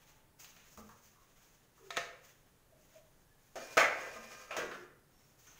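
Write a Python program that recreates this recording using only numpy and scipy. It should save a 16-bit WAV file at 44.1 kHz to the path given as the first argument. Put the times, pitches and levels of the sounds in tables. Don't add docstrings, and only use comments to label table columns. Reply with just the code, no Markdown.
import sys
import numpy as np
from scipy import signal
from scipy.fft import rfft, irfft, next_fast_len
from scipy.io import wavfile
from scipy.ndimage import map_coordinates

SR = 44100
rng = np.random.default_rng(int(sys.argv[2]) if len(sys.argv) > 2 else 0)


def output_pcm(signal):
    pcm = np.clip(np.atleast_2d(signal).T, -1, 1) * 32767
    wavfile.write(sys.argv[1], SR, np.round(pcm).astype(np.int16))


N = 246519

# f/Hz, level/dB
AIR_SPECTRUM = [(8.8, -37.5), (15, -0.5), (70, -14), (141, -8), (172, -12), (205, -15.5), (400, -17.5),
                (520, -18.5), (676, -21.5), (1280, -25.5), (1760, -25.5), (2230, -33.5), (14300, -33),
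                (15600, -31)]
# t/s when loudest, hiss level/dB, body level/dB, rise time/s, hiss fall/(dB per s)
FABRIC_BRUSHES = [(.1, -72, -69, 0.19, 100), (0.399, -61, -67.5, 0.0079, 60), (.6, -74, -67, 0.056, 60),
                  (.72, -66.5, -75, 0.089, 38), (.777, -63.5, -72, 0.0054, 250),
                  (1.036, -67.5, -72, 0.035, 76), (1.49, -72, -72, 0.33, 50),
                  (1.8, -71.5, -72.5, .05, 21.5), (2.255, -69.5, -69.5, 0.029, 67),
                  (2.81, -74.5, -76, 0.033, 31), (2.94, -73, -71, 0.031, 122), (3.2, -83, -85, .08, 38.5),
                  (3.44, -76, -76, .08, 9), (5.25, -75, -75.5, 0.107, 35), (5.391, -68.5, -73, 0.0075, 33),
                  (5.476, -69, -65.5, 0.011, 82.5)]
# f/Hz, level/dB
CLOTH_SPECTRUM = [(300, -13), (800, -6), (2500, -5.5), (4200, -11), (7000, -9), (10500, -17.5),
                  (15500, -16)]
# t/s, level/dB, ring f/Hz, half-width/f, rise constant/s, t60/s
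ROOM_KNOCKS = [(.01, -74.5, 877, 0.019, 0.035, 1.5), (.398, -56, 2570, .15, 0.0012, 0.039),
               (.444, -52.5, 3120, .35, .001, 0.041), (0.564, -56, 2590, 0.44, 0.0018, 0.047),
               (.774, -45.5, 1170, .13, 0.0021, 0.039), (0.779, -51.5, 356, .9, 0.0021, 0.1),
               (.891, -52, 1300, .3, .0007, 0.051), (1.155, -64.5, 1134, .11, 0.004, 0.16),
               (1.776, -60.5, 1160, .21, .005, 0.073), (1.795, -59.5, 416, .073, .012, .37),
               (1.832, -53.5, 386.6, .034, 0.0045, .11), (1.895, -59, 1300, .15, .003, 0.043),
               (2.71, -62, 622, .088, .015, 0.2), (2.94, -57, 638, .074, 0.012, 0.2),
               (3.288, -77, 1720, .0063, 0.011, .41), (3.559, -51, 308.6, .22, 0.0044, 0.11),
               (3.778, -57.5, 142, .34, .007, .053), (4.15, -53, 232, .039, .024, 0.28),
               (4.569, -47, 359, .3, .003, 0.34), (4.715, -50, 393, .085, .007, 0.21),
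               (5.11, -75.5, 5500, .014, 0.055, 0.73), (5.469, -61.5, 6130, .07, .004, 0.12),
               (5.472, -56.5, 1460, .23, 0.0032, 0.046)]
# t/s, level/dB
LOW_THUMPS = [(.774, -54.5), (4.149, -66)]
# t/s, level/dB, treble level/dB, bass level/dB, rattle decay constant/s,
# favoured f/Hz, favoured level/dB
POT_TAPS = [(1.905, -30.5, 4, -6, 0.0046, 4060, 15.3), (1.963, -36.5, 2, -8, 0.0038, 2000, 5),
            (1.969, -21.5, 5, -29, 0.0032, 3860, 11), (1.975, -25, -7, -2, 0.0069, 520, 6.6)]
POT_MODE_HZ = [500, 684, 1087, 1276, 1626, 1809, 2083, 2450]
# level/dB, t60/s
POT_MODES = [(-0.5, 0.067), (-4.5, 0.23), (-0.5, 0.044), (1, 0.049), (-6, 0.089), (-2.5, 0.099),
             (-17, 0.31), (-28, 0.1)]
# f/Hz, level/dB
POT_RATTLE = [(60, -45), (120, -13), (330, -23), (550, -3.5), (900, -16.5), (1500, -11), (2400, -5),
              (3300, -15), (5200, -21), (8500, -26), (15500, -45)]
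LID_BLOWS = [(3.556, -36.5, 10, 11, 0.02, 684, 5), (3.770, -15.5, 7.5, 7, 0.0062, 1340, 8.5),
             (3.776, -10.5, 0.5, -1, 0.0078, 2200, 7), (3.797, -18, 4, -1.5, 0.0048, 620, 3.5),
             (4.508, -35, -1, -1, 0.022, 2470, 8), (4.566, -27.5, 7.5, -10.5, 0.012, 1560, 0.5),
             (4.59, -34, 1.5, 1, 0.016, 435.5, 21.5), (4.713, -36.5, -2, -24, 0.012, 1510, 2),
             (4.63, -45, -1, -6, 0.0062, 1500, -5)]
LID_MODE_HZ = [484, 544, 642, 894, 1060, 1150, 1230, 1361, 1522, 1594, 1690, 1800, 1914, 2005, 2209, 2304,
               2421, 2616, 2824, 3930, 4657, 5130, 5350, 5730, 6550, 7200]
# struck level/dB, struck t60/s, dragged level/dB
LID_MODES = [(-8, 0.84, -15), (-1, 0.67, -0.5), (6, 0.21, 0), (-4.5, 0.42, -10.5), (-26, 0.96, 1.5),
             (-0.5, .4, -19), (-9.5, 0.74, -10.5), (-0.5, 0.19, -2), (-3.5, 0.53, -5), (1, 0.45, 1),
             (-3.5, 0.55, -5.5), (-10.5, .5, 1), (-5.5, 0.1, -16.5), (-2.5, 0.51, 2), (-11, 0.16, -11.5),
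             (-6, .3, -4.5), (0, 0.25, 1.5), (-6.5, 0.28, -8), (-5.5, 0.43, -16), (-18, 0.18, -14.5),
             (-20.5, 0.36, -11.5), (-14.5, 0.22, -9), (-19.5, .2, -18), (-27.5, 0.15, -12),
             (-18.5, .25, -25.5), (-24, 0.17, -23.5)]
# f/Hz, level/dB
LID_RATTLE = [(60, -50.5), (130, -32.5), (350, -20), (600, 0), (850, -10.5), (1400, -3), (2300, -11.5),
              (3100, -16.5), (5000, -25), (8500, -31.5), (15500, -44.5)]
# start t/s, length/s, low level/dB, treble level/dB, low fall/(dB per s)
RIM_STROKES = [(3.577, 0.18, -53, -45, 18), (3.85, 0.36, -42, -46, 31.5), (4.147, 0.69, -47.5, -45.5, 39.5),
               (4.487, 0.27, -43.5, -50, 57)]
# f/Hz, level/dB
SCRAPE_SPECTRUM = [(250, -23.5), (500, -1.5), (1300, -18), (2500, -12.5), (3500, -22), (5400, -24),
                   (8000, -25.5), (15500, -36.5)]
# t/s when loudest, level/dB, swell/s
RIM_SONGS = [(4.17, -55.5, 0.027), (4.44, -60.5, 0.16)]
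# f/Hz, t60/s
KITCHEN_T60 = [(150, 0.88), (600, 0.62), (2000, 0.58), (5000, 0.4), (12000, 0.31)]
# f/Hz, level/dB
PORT_RESPONSE = [(4800, 0), (5700, 2.5), (6500, 7.5), (7300, 1), (8200, -3), (12500, -1), (15400, 9)]

AIR_DB = -67.5
TOP_HZ = 15650
BODY_FOLLOWS = 0.63
RISE_SPAN_DB = 11
TICK_DB, TICK_DB_PER_OCTAVE = -10, 4.5
CRACK_S, CRACK_HZ = 0.003, 7000
STROKE_RISE_S, STROKE_STOP_S = 0.046, 0.028
TREBLE_FALL_SHARE = 0.57
SONG_HZ, SONG_WIDTH_HZ = 1228, 30


def amp(db):
    return 10 ** (np.asarray(db) / 20)


def unit(x):
    return x / np.sqrt(np.mean(x ** 2) + 1e-20)


def along(points, hz):
    f, value = np.transpose(points)
    return np.interp(np.log(hz + 1), np.log(f + 1), value)


def wobble(rate):
    knots = rng.standard_normal(int(N * rate / SR) + 4)
    return map_coordinates(knots, [np.arange(N) * rate / SR])


def filtered(x, response):
    m = next_fast_len(len(x) + 8192)
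    spectrum = rfft(x, m) * response(np.fft.rfftfreq(m, 1 / SR))
    return irfft(spectrum, m)[:len(x)]


def noise(count, level_db):
    return unit(filtered(rng.standard_normal(count), lambda hz: amp(level_db(hz))))


def echoed(x, wet_db, sent=None):
    hz, t, z = signal.stft(rng.standard_normal(min(len(x), SR)), SR, nperseg=256)
    decay = amp(-60 * t / along(KITCHEN_T60, hz)[:, None])
    tail = signal.istft(z * decay, SR, nperseg=256)[1]
    tail = np.pad(tail / np.linalg.norm(tail), (200, 0))
    to_walls = x if sent is None else sent
    return x + amp(wet_db) * signal.fftconvolve(to_walls, tail)[:len(x)]


def add(track, s, x):
    part = track[round(s * SR):][:len(x)]
    part += x[:len(part)]


def room_air():
    rumble = noise(N, lambda hz: -40 * np.log10(1 + hz / 150) - 12 * (hz < 30))
    rumble *= amp(-87.0 + 1.8 * wobble(8.4))
    air = noise(N, lambda hz: along(AIR_SPECTRUM, hz))
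    return amp(AIR_DB + 0.41 * wobble(0.72)) * air + rumble


def clothes():
    t, hiss_gain, body_gain = np.arange(N) / SR, 0, 0
    for s, hiss_db, body_db, rise, fall in FABRIC_BRUSHES:
        drop_db = np.where(t < s, RISE_SPAN_DB * (s - t) / rise, fall * (t - s))
        hiss_gain = np.hypot(hiss_gain, amp(hiss_db - drop_db))
        body_gain = np.hypot(body_gain, amp(body_db - BODY_FOLLOWS * drop_db))
    hiss = noise(N, lambda hz: along(CLOTH_SPECTRUM, hz) - 25 * (hz < 4300))
    body = noise(N, lambda hz: along(CLOTH_SPECTRUM, hz) - 25 * (hz > 4300))
    return amp(1.7 * wobble(40)) * (hiss_gain * hiss + body_gain * body)


def knocks():
    out, t = np.zeros(N), np.arange(SR * 2 // 3) / SR
    for s, db, ring_hz, width, rise, t60 in ROOM_KNOCKS:
        band = lambda hz: -10 * np.log10(1 + ((hz - ring_hz) / (width * ring_hz)) ** 4)
        ring = noise(len(t), band) * amp(-60 * t / t60)
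        ring *= 1 - np.exp(-t / rise)
        tick = noise(len(t), lambda hz: along(CLOTH_SPECTRUM, hz)) * amp(-60 * t / 0.025)
        tick_db = TICK_DB + TICK_DB_PER_OCTAVE * np.log2(ring_hz / 1000)
        add(out, s, amp(db) * echoed(ring + amp(tick_db) * tick, wet_db=1.0))
    thump = np.sin(2 * np.pi * 212 * t) * amp(-60 * t / 0.39)
    thump += 1.09 * np.sin(2 * np.pi * 80 * t) * amp(-60 * t / 0.13)
    thump *= 1 - np.exp(-t / 0.0039)
    for s, db in LOW_THUMPS:
        add(out, s, amp(db) * echoed(thump, wet_db=-4))
    return out


def struck_metal(hits, mode_hz, modes, clatter, ring_db, gain_db, wet_db, ring_wet_db, spot_share, crack_db):
    out, t = np.zeros(N), np.arange(SR * 3 // 4) / SR
    rise = 1 - np.exp(-t / 0.00036)
    for s, db, treble_db, bass_db, contact, spot_hz, spot_db in hits:
        tilt = [(350, bass_db), (1000, 0.011), (2800, 0.0056), (6000, treble_db)]
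        slope = lambda hz: along(tilt, hz)
        spot = lambda hz: spot_db * np.exp(-(np.log((hz + 1) / spot_hz) / 0.17) ** 2)
        rattle = noise(len(t), lambda hz: along(clatter, hz) + slope(hz) + spot(hz))
        rattle *= np.exp(-t / contact)
        around = noise(len(t), lambda hz: along(clatter, hz) + slope(hz) + spot_share * spot(hz))
        around *= np.exp(-t / 0.013) * np.sqrt(contact / 0.023)
        ring = np.zeros(len(t))
        for hz, mode in zip(mode_hz, modes):
            mode_db = mode[0] + slope(hz) + spot(hz) + rng.normal(0, 1.1)
            ring += amp(mode_db - 60 * t / mode[1]) * np.sin(2 * np.pi * (hz * t + rng.random()))
        crack = noise(SR // 10, lambda hz: -20 * np.log10(1 + (CRACK_HZ / (hz + 1)) ** 2))
        crack *= np.exp(-t[:SR // 10] / CRACK_S)
        add(rattle, 0, amp(crack_db + treble_db) * crack)
        add(around, 0, amp(crack_db + treble_db - 3.5) * crack)
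        blow = echoed(rise * rattle, wet_db, around)
        blow += amp(ring_db) * echoed(rise * ring, ring_wet_db)
        add(out, s, amp(db + gain_db) * blow)
    return out


def pot_taps():
    return struck_metal(POT_TAPS, POT_MODE_HZ, POT_MODES, POT_RATTLE, ring_db=-10, gain_db=-4,
                        wet_db=-3.5, ring_wet_db=-6.5, spot_share=0.31, crack_db=-29.5)


def lid_blows():
    return struck_metal(LID_BLOWS, LID_MODE_HZ, LID_MODES, LID_RATTLE, ring_db=-18, gain_db=-6,
                        wet_db=3.0, ring_wet_db=-16.0, spot_share=0.96, crack_db=-31.5)


def slide():
    t = np.arange(N) / SR
    low_gain, high_gain = np.zeros(N), np.zeros(N)
    for s, length, db, treble_db, fall in RIM_STROKES:
        since = np.clip(t - s, 0, None)
        touch = 1 - np.exp(-since / STROKE_RISE_S)
        touch *= np.exp(-np.clip(since - length, 0, None) / STROKE_STOP_S)
        low_gain = np.hypot(low_gain, touch * amp(db - fall * since))
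        high_gain = np.hypot(high_gain, touch * amp(treble_db - TREBLE_FALL_SHARE * fall * since))
    song_gain = sum(amp(db) * np.exp(-((t - s) / swell) ** 2) for s, db, swell in RIM_SONGS)
    grit = rng.standard_normal(N) * amp(2.2 * wobble(25) + 1.1 * wobble(300))

    def resonance(f, centre, width):
        return 1j * f * width / (centre * centre - f * f + 1j * f * width)

    def lid_body(f):
        response = amp(along(SCRAPE_SPECTRUM, f)).astype(complex)
        for k, (centre, mode) in enumerate(zip(LID_MODE_HZ, LID_MODES)):
            width = 8 + 0.0028 * centre
            response += (-1) ** k * amp(mode[2]) * resonance(f, centre, width)
        return response

    drag = unit(filtered(grit, lid_body))
    high = filtered(drag, lambda f: 1 / (1 + (3200 / (f + 1)) ** 6))
    song = unit(filtered(grit, lambda f: resonance(f, SONG_HZ, SONG_WIDTH_HZ)))
    return echoed(low_gain * (drag - high) + high_gain * high + song_gain * song, wet_db=-8.5)


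def scene():
    return (clothes() + knocks() + pot_taps() + lid_blows() + slide())[None]


def record(dry):
    heard = filtered(dry[0], lambda hz: amp(along(PORT_RESPONSE, hz))) + room_air()
    return filtered(heard, lambda hz: hz < TOP_HZ)[None]


dry = scene()
out = record(dry)
output_pcm(out)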